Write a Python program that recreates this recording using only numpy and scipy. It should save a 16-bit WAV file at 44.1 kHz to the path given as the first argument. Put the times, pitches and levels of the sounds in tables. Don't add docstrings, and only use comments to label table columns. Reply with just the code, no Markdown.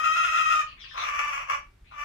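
import sys
import numpy as np
from scipy import signal
from scipy.fft import rfft, irfft, next_fast_len
from scipy.io import wavfile
from scipy.ndimage import map_coordinates

SR = 44100
rng = np.random.default_rng(int(sys.argv[2]) if len(sys.argv) > 2 else 0)


def persist_wave(psi):
    counts = np.round(np.clip(psi, -1, 1) * 32767).astype(np.int16)
    wavfile.write(sys.argv[1], SR, np.atleast_2d(counts).T)


def magnitude_from_level(level_db):
    exponent = np.asarray(level_db, float) / 20
    return 10 ** exponent


N = 90052
T = np.arange(N) / SR

# t/s, f/Hz
FIRST_PITCH = [(0, 628), (.05, 632), (.13, 636), (.3, 633), (.5, 633), (.545, 618), (.6, 620), (.615, 591),
               (.7, 588)]
# t/s, level/dB, noise share/0-1
FIRST_EFFORT = [(0, -26, 0.01), (.028, -30.5, 0.44), (.04, -24, 0.21), (.125, -30, 0.19), (.29, -29, 0.22),
                (.46, -27.5, 0.24), (.485, -28, 0.19), (.6, -27.5, 0.19), (.64, -42.5, 0.16)]
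# start t/s, length/s, top f/Hz, level/dB, half-pitch level/dB
BURSTS = [
    (0.034, 0.041, 680.5, -27, -21),
    (0.148, 0.052, 689.6, -24, -4.5),
    (.225, 0.066, 701.8, -23.5, -3.5),
    (0.311, 0.051, 673.3, -26, -9.5),
    (0.353, 0.06, 699, -24.5, -3),
    (0.488, 0.055, 690.3, -25.5, -6.5),
]
# f/Hz, level/dB
FIRST_THROAT = [(330, -28.5), (630, -28), (830, -33.5), (1290, 0), (1650, -16), (2600, -12.5),
                (4300, -37.5), (13000, -50)]
# f/Hz, width/Hz, level/dB
FIRST_TRACT = [(497, 61, -7.5), (743, 55, -2.5), (1272.6, 32, 3.5), (2089, 63, -9), (3300, 200, -3.5),
               (4536, 250, -10.5), (6060, 2170, 11), (8300, 220, -13), (11100, 420, 2.5)]
# f/Hz, density/dB per Hz
RUMBLE_SPECTRUM = [(15, -54.5), (25, -3), (88, -12.5), (308, -31), (333, -27), (525, -37.5), (723, -35.5),
                   (1840, -36), (14800, -56)]
# f/Hz, correlation/1
RUMBLE_LIKENESS = [(60, 1), (150, 0.96), (400, 0.13), (2000, 0.22)]
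# f/Hz, t60/s
PEN_T60 = [(500, 0.32), (1200, 0.23), (2500, 0.26), (6000, .22), (12000, 0.045)]
# f/Hz, level/dB
PEN_COLOUR = [(300, 0.5), (1200, 1.5), (5000, 3.5), (12000, 9)]
# f/Hz, level/dB
SIDES = [(600, -13), (1200, 5), (2500, 10.5), (5000, 10), (9000, 8), (13000, -23)]
# t/s, level/dB, f/Hz
CLUCKS = [
    (.618, -38, 1700),
    (.775, -54, 2200),
    (.84, -42, 1850),
    (.911, -39, 1780),
]
# start t/s, length/s, level/dB, from f/Hz, to f/Hz
WHEEZES = [
    (.66, 0.076, -53, 2920, 2630),
    (.765, 0.066, -56, 2074, 2406),
    (0.792, 0.093, -49.5, 3770, 2336),
    (0.876, 0.091, -51.5, 3523, 3300),
    (0.964, 0.088, -44, 3907, 3600),
    (1.842, .06, -64, 2074, 2830),
    (1.902, 0.063, -61, 2515, 2190),
]
# t/s, f/Hz
LATER_PITCH = [(.93, 545), (1.03, 575), (1.12, 586), (1.26, 584), (1.32, 575), (1.44, 560), (1.5, 560),
               (1.545, 585), (1.6, 575), (1.91, 600), (1.93, 582), (1.97, 585), (2.04, 590)]
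# t/s, level/dB, noise share/0-1
LATER_EFFORT = [(.912, -64, .5), (.96, -31.5, 0.56), (1.05, -31.5, 0.93), (1.13, -34, .3),
                (1.18, -32.5, 0.69), (1.23, -35, 0.24), (1.42, -35, 0.6), (1.462, -49.5, 0.9),
                (1.484, -46, 0.4), (1.487, -32, 0.46), (1.545, -33, 0.43), (1.585, -45, 0.6),
                (1.605, -87.5, 0.7), (1.9, -93, 0.15), (1.914, -40, 0.63), (1.965, -46.5, 0.23),
                (1.985, -38.5, 0.26), (2.04, -41.5, 0.4)]
# t/s, level above the main resonance/dB
BEAK_OPENING = [(.93, -14), (1.0, -3), (1.06, 0), (1.47, 0), (1.49, -4), (1.52, 0), (1.9, -18), (1.935, -7),
                (2.0, 0)]
# f/Hz, level/dB
LATER_THROAT = [(400, -38), (600, -22.5), (900, -15), (1200, 0), (1550, -14.5), (2500, -8.5), (3600, -28),
                (13000, -53.5)]
# f/Hz, width/Hz, level/dB
LATER_TRACT = [(1003, 107, 1), (2306, 52, 2), (3260, 130, -6), (3876, 356, -14.5), (5840, 340, 14.5),
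               (7310, 640, 10), (8080, 320, -17), (11680, 1000, 8)]
# t/s, peak level/dB
TICKS = [
    (.9403, -50.5),
    (1.5925, -47.5),
]


def unit(x):
    return x / np.sqrt(np.mean(x ** 2) + 1e-20)


def along(points, hz):
    f_hz, value = np.transpose(points)
    return np.interp(np.log(hz + 1), np.log(f_hz + 1), value)


def curves(rows):
    t_s, *columns = np.transpose(rows)
    return [np.interp(T, t_s, column) for column in columns]


def wobble(rate_hz):
    knots = rng.standard_normal(int(N * rate_hz / SR) + 4)
    return map_coordinates(knots, [np.arange(N) * rate_hz / SR])


def filtered(x, response):
    m = next_fast_len(N + SR // 2)
    return irfft(rfft(x, m) * response(np.fft.rfftfreq(m, 1 / SR)), m)[..., :N]


def voice(pitch_hz, share, half_db, throat, tract, jitter, shimmer_db):
    breath_part, flutter_db = .45, 12
    share = np.clip(share, 0, 1)
    drift = jitter * share * wobble(150) + 0.001745 * wobble(25.14) + 0.0017 * wobble(300)
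    cycles = np.cumsum(pitch_hz * (1 + drift)) / SR

    k = np.arange(1, 51)[:, None]
    line_gain = np.where(k % 2, magnitude_from_level(half_db), 1)
    tone = unit((line_gain * np.cos(np.pi * k * cycles + 0.36 * k ** 2)).sum(0))
    tone = tone * magnitude_from_level(shimmer_db * wobble(40.09) + flutter_db * share * wobble(200))
    tone = tone / magnitude_from_level(flutter_db ** 2 * share ** 2 / 5.6)
    breath = unit(rng.standard_normal(N) * (1 + np.cos(2 * np.pi * cycles)) ** 2)
    source = np.sqrt(1 - breath_part * share) * tone + np.sqrt(breath_part * share) * breath

    def throat_gain(hz):
        peaks_db = sum(db * np.exp(-((hz - centre_hz) / width_hz) ** 2) for centre_hz, width_hz, db in tract)
        return magnitude_from_level(along(throat, hz) + peaks_db)

    return unit(filtered(source, throat_gain))


def first_call():
    from_hz, peak_place, edge_power, duck, onset_db = 650, .4, .4, .3, 25
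    (pitch_hz,), (level_db, share) = curves(FIRST_PITCH), curves(FIRST_EFFORT)
    level_db = level_db - 900 * np.clip(T - FIRST_EFFORT[-1][0], 0, 1)
    steady = magnitude_from_level(level_db) * voice(pitch_hz, share, -40, FIRST_THROAT, FIRST_TRACT, .05, 1.5)

    high_hz, gain, half_db = np.full(N, float(from_hz)), np.zeros(N), np.full(N, -20.)
    for start_s, length_s, top_hz, burst_db, sub_db in BURSTS:
        u = (T - start_s) / length_s
        hump = np.sin(np.pi / 2 * np.interp(u, [0, peak_place, 1], [0, 1, 0]))
        high_hz = high_hz + (top_hz - from_hz) * hump
        gain = gain + magnitude_from_level(burst_db) * hump ** edge_power
        half_db[hump > 0] = (sub_db - onset_db * (1 - hump ** 2))[hump > 0]
        steady = steady * (1 - duck * hump)
    return steady + gain * voice(high_hz, .17, half_db, FIRST_THROAT, FIRST_TRACT, .12, 2)


def rumble():
    def angle(hz):
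        return np.arccos(np.clip(along(RUMBLE_LIKENESS, hz), -1, 1)) / 2

    def mid_side_gain(hz):
        return magnitude_from_level(along(RUMBLE_SPECTRUM, hz)) * [np.cos(angle(hz)), np.sin(angle(hz))]

    pair = rng.standard_normal((2, N)) * magnitude_from_level(0.4 * wobble(5.9))
    mid, side = filtered(pair, mid_side_gain)
    return magnitude_from_level(-56.5) * unit(np.array([mid + side, mid - side]))


def pen(x):
    hz, t, z = signal.stft(rng.standard_normal((2, SR // 2)), SR, nperseg=256)
    decay = magnitude_from_level(-60 * t / along(PEN_T60, hz)[:, None])
    tail = signal.istft(z * decay, SR, nperseg=256)[1]
    late = np.pad(x, (200, 0))[None]
    return signal.fftconvolve(late, tail / np.linalg.norm(tail[0]), axes=1)[:, :N]


def clucks():
    t60_s, attack_s = .035, .001
    out, t = np.zeros(N + SR), T[:SR // 10]
    for start_s, level_db, hz in CLUCKS:
        ring = sum(g * np.sin(2 * np.pi * ratio * hz * t) for ratio, g in ((1, 1), (.88, .5), (.7, .3)))
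        envelope = magnitude_from_level(level_db - 60 * t / t60_s) * (1 - np.exp(-t / attack_s))
        out[round(start_s * SR):][:len(t)] += envelope * ring
    return out[:N]


def wheezes():
    width_hz, upper_ratio, upper_db = 620, 1.55, -9
    out = np.zeros(N)
    for start_s, length_s, level_db, from_hz, to_hz in WHEEZES:
        u = np.clip((T - start_s) / length_s, 0, 1)
        cycles = np.cumsum(from_hz + (to_hz - from_hz) * u) / SR
        envelope = magnitude_from_level(level_db) * np.abs(np.sin(np.pi * u)) ** 0.67
        for ratio, gain in ((1, 1), (upper_ratio, magnitude_from_level(upper_db))):
            noise = rng.standard_normal((2, N))
            a, b = filtered(noise, lambda hz: 1 / (1 + (2 * hz / width_hz) ** 2))
            phase = 2 * np.pi * ratio * cycles
            out += envelope * gain * unit(a * np.cos(phase) + b * np.sin(phase))
    return out


def later_calls():
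    half_mean_db, half_swing_db, half_pulse_hz, beak_hz = -10.5, 11, 22.69, 1500
    (pitch_hz,), (level_db, share) = curves(LATER_PITCH), curves(LATER_EFFORT)
    (open_db,) = curves(BEAK_OPENING)
    half_db = half_mean_db + half_swing_db * np.sin(2 * np.pi * half_pulse_hz * T + 0.88 * wobble(9.3))
    call = voice(pitch_hz, share, half_db, LATER_THROAT, LATER_TRACT, 0.058, 2.1)
    low = filtered(call, lambda hz: 1 / (1 + (hz / beak_hz) ** 8))
    return magnitude_from_level(level_db) * (low + magnitude_from_level(open_db) * (call - low))


def litter():
    hz, t60_s = 11000, 0.0012
    out, t = np.zeros(N + SR), T[:SR // 100]
    for start_s, peak_db in TICKS:
        tick = magnitude_from_level(peak_db + 3 - 60 * t / t60_s) * np.sin(2 * np.pi * hz * t)
        out[round(start_s * SR):][:len(t)] += tick
    return out[:N] * magnitude_from_level([[-2], [2]])


def scene():
    low_hz, high_hz, lag_s, pen_db = 204, 13160, -0.0006126, -1.5
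    ear = np.array([[1], [-1]])

    def band(hz):
        return 1 / (1 + (low_hz / (hz + 1)) ** 4) / (1 + (hz / high_hz) ** 24)

    def to_ears(hz):
        return magnitude_from_level(ear * along(SIDES, hz) / 2) * np.exp(-1j * np.pi * ear * lag_s * hz)

    birds = filtered(first_call() + clucks() + wheezes() + later_calls(), band)
    direct = filtered(birds, to_ears)
    echoes = magnitude_from_level(pen_db) * pen(filtered(birds, lambda hz: magnitude_from_level(along(PEN_COLOUR, hz))))
    return direct + echoes + litter() + rumble()


def low_pass(x):
    return signal.sosfilt(signal.butter(12, 14940, fs=SR, output="sos"), x)


def record(dry):
    return low_pass(dry)


dry = scene()
out = record(dry)
persist_wave(out)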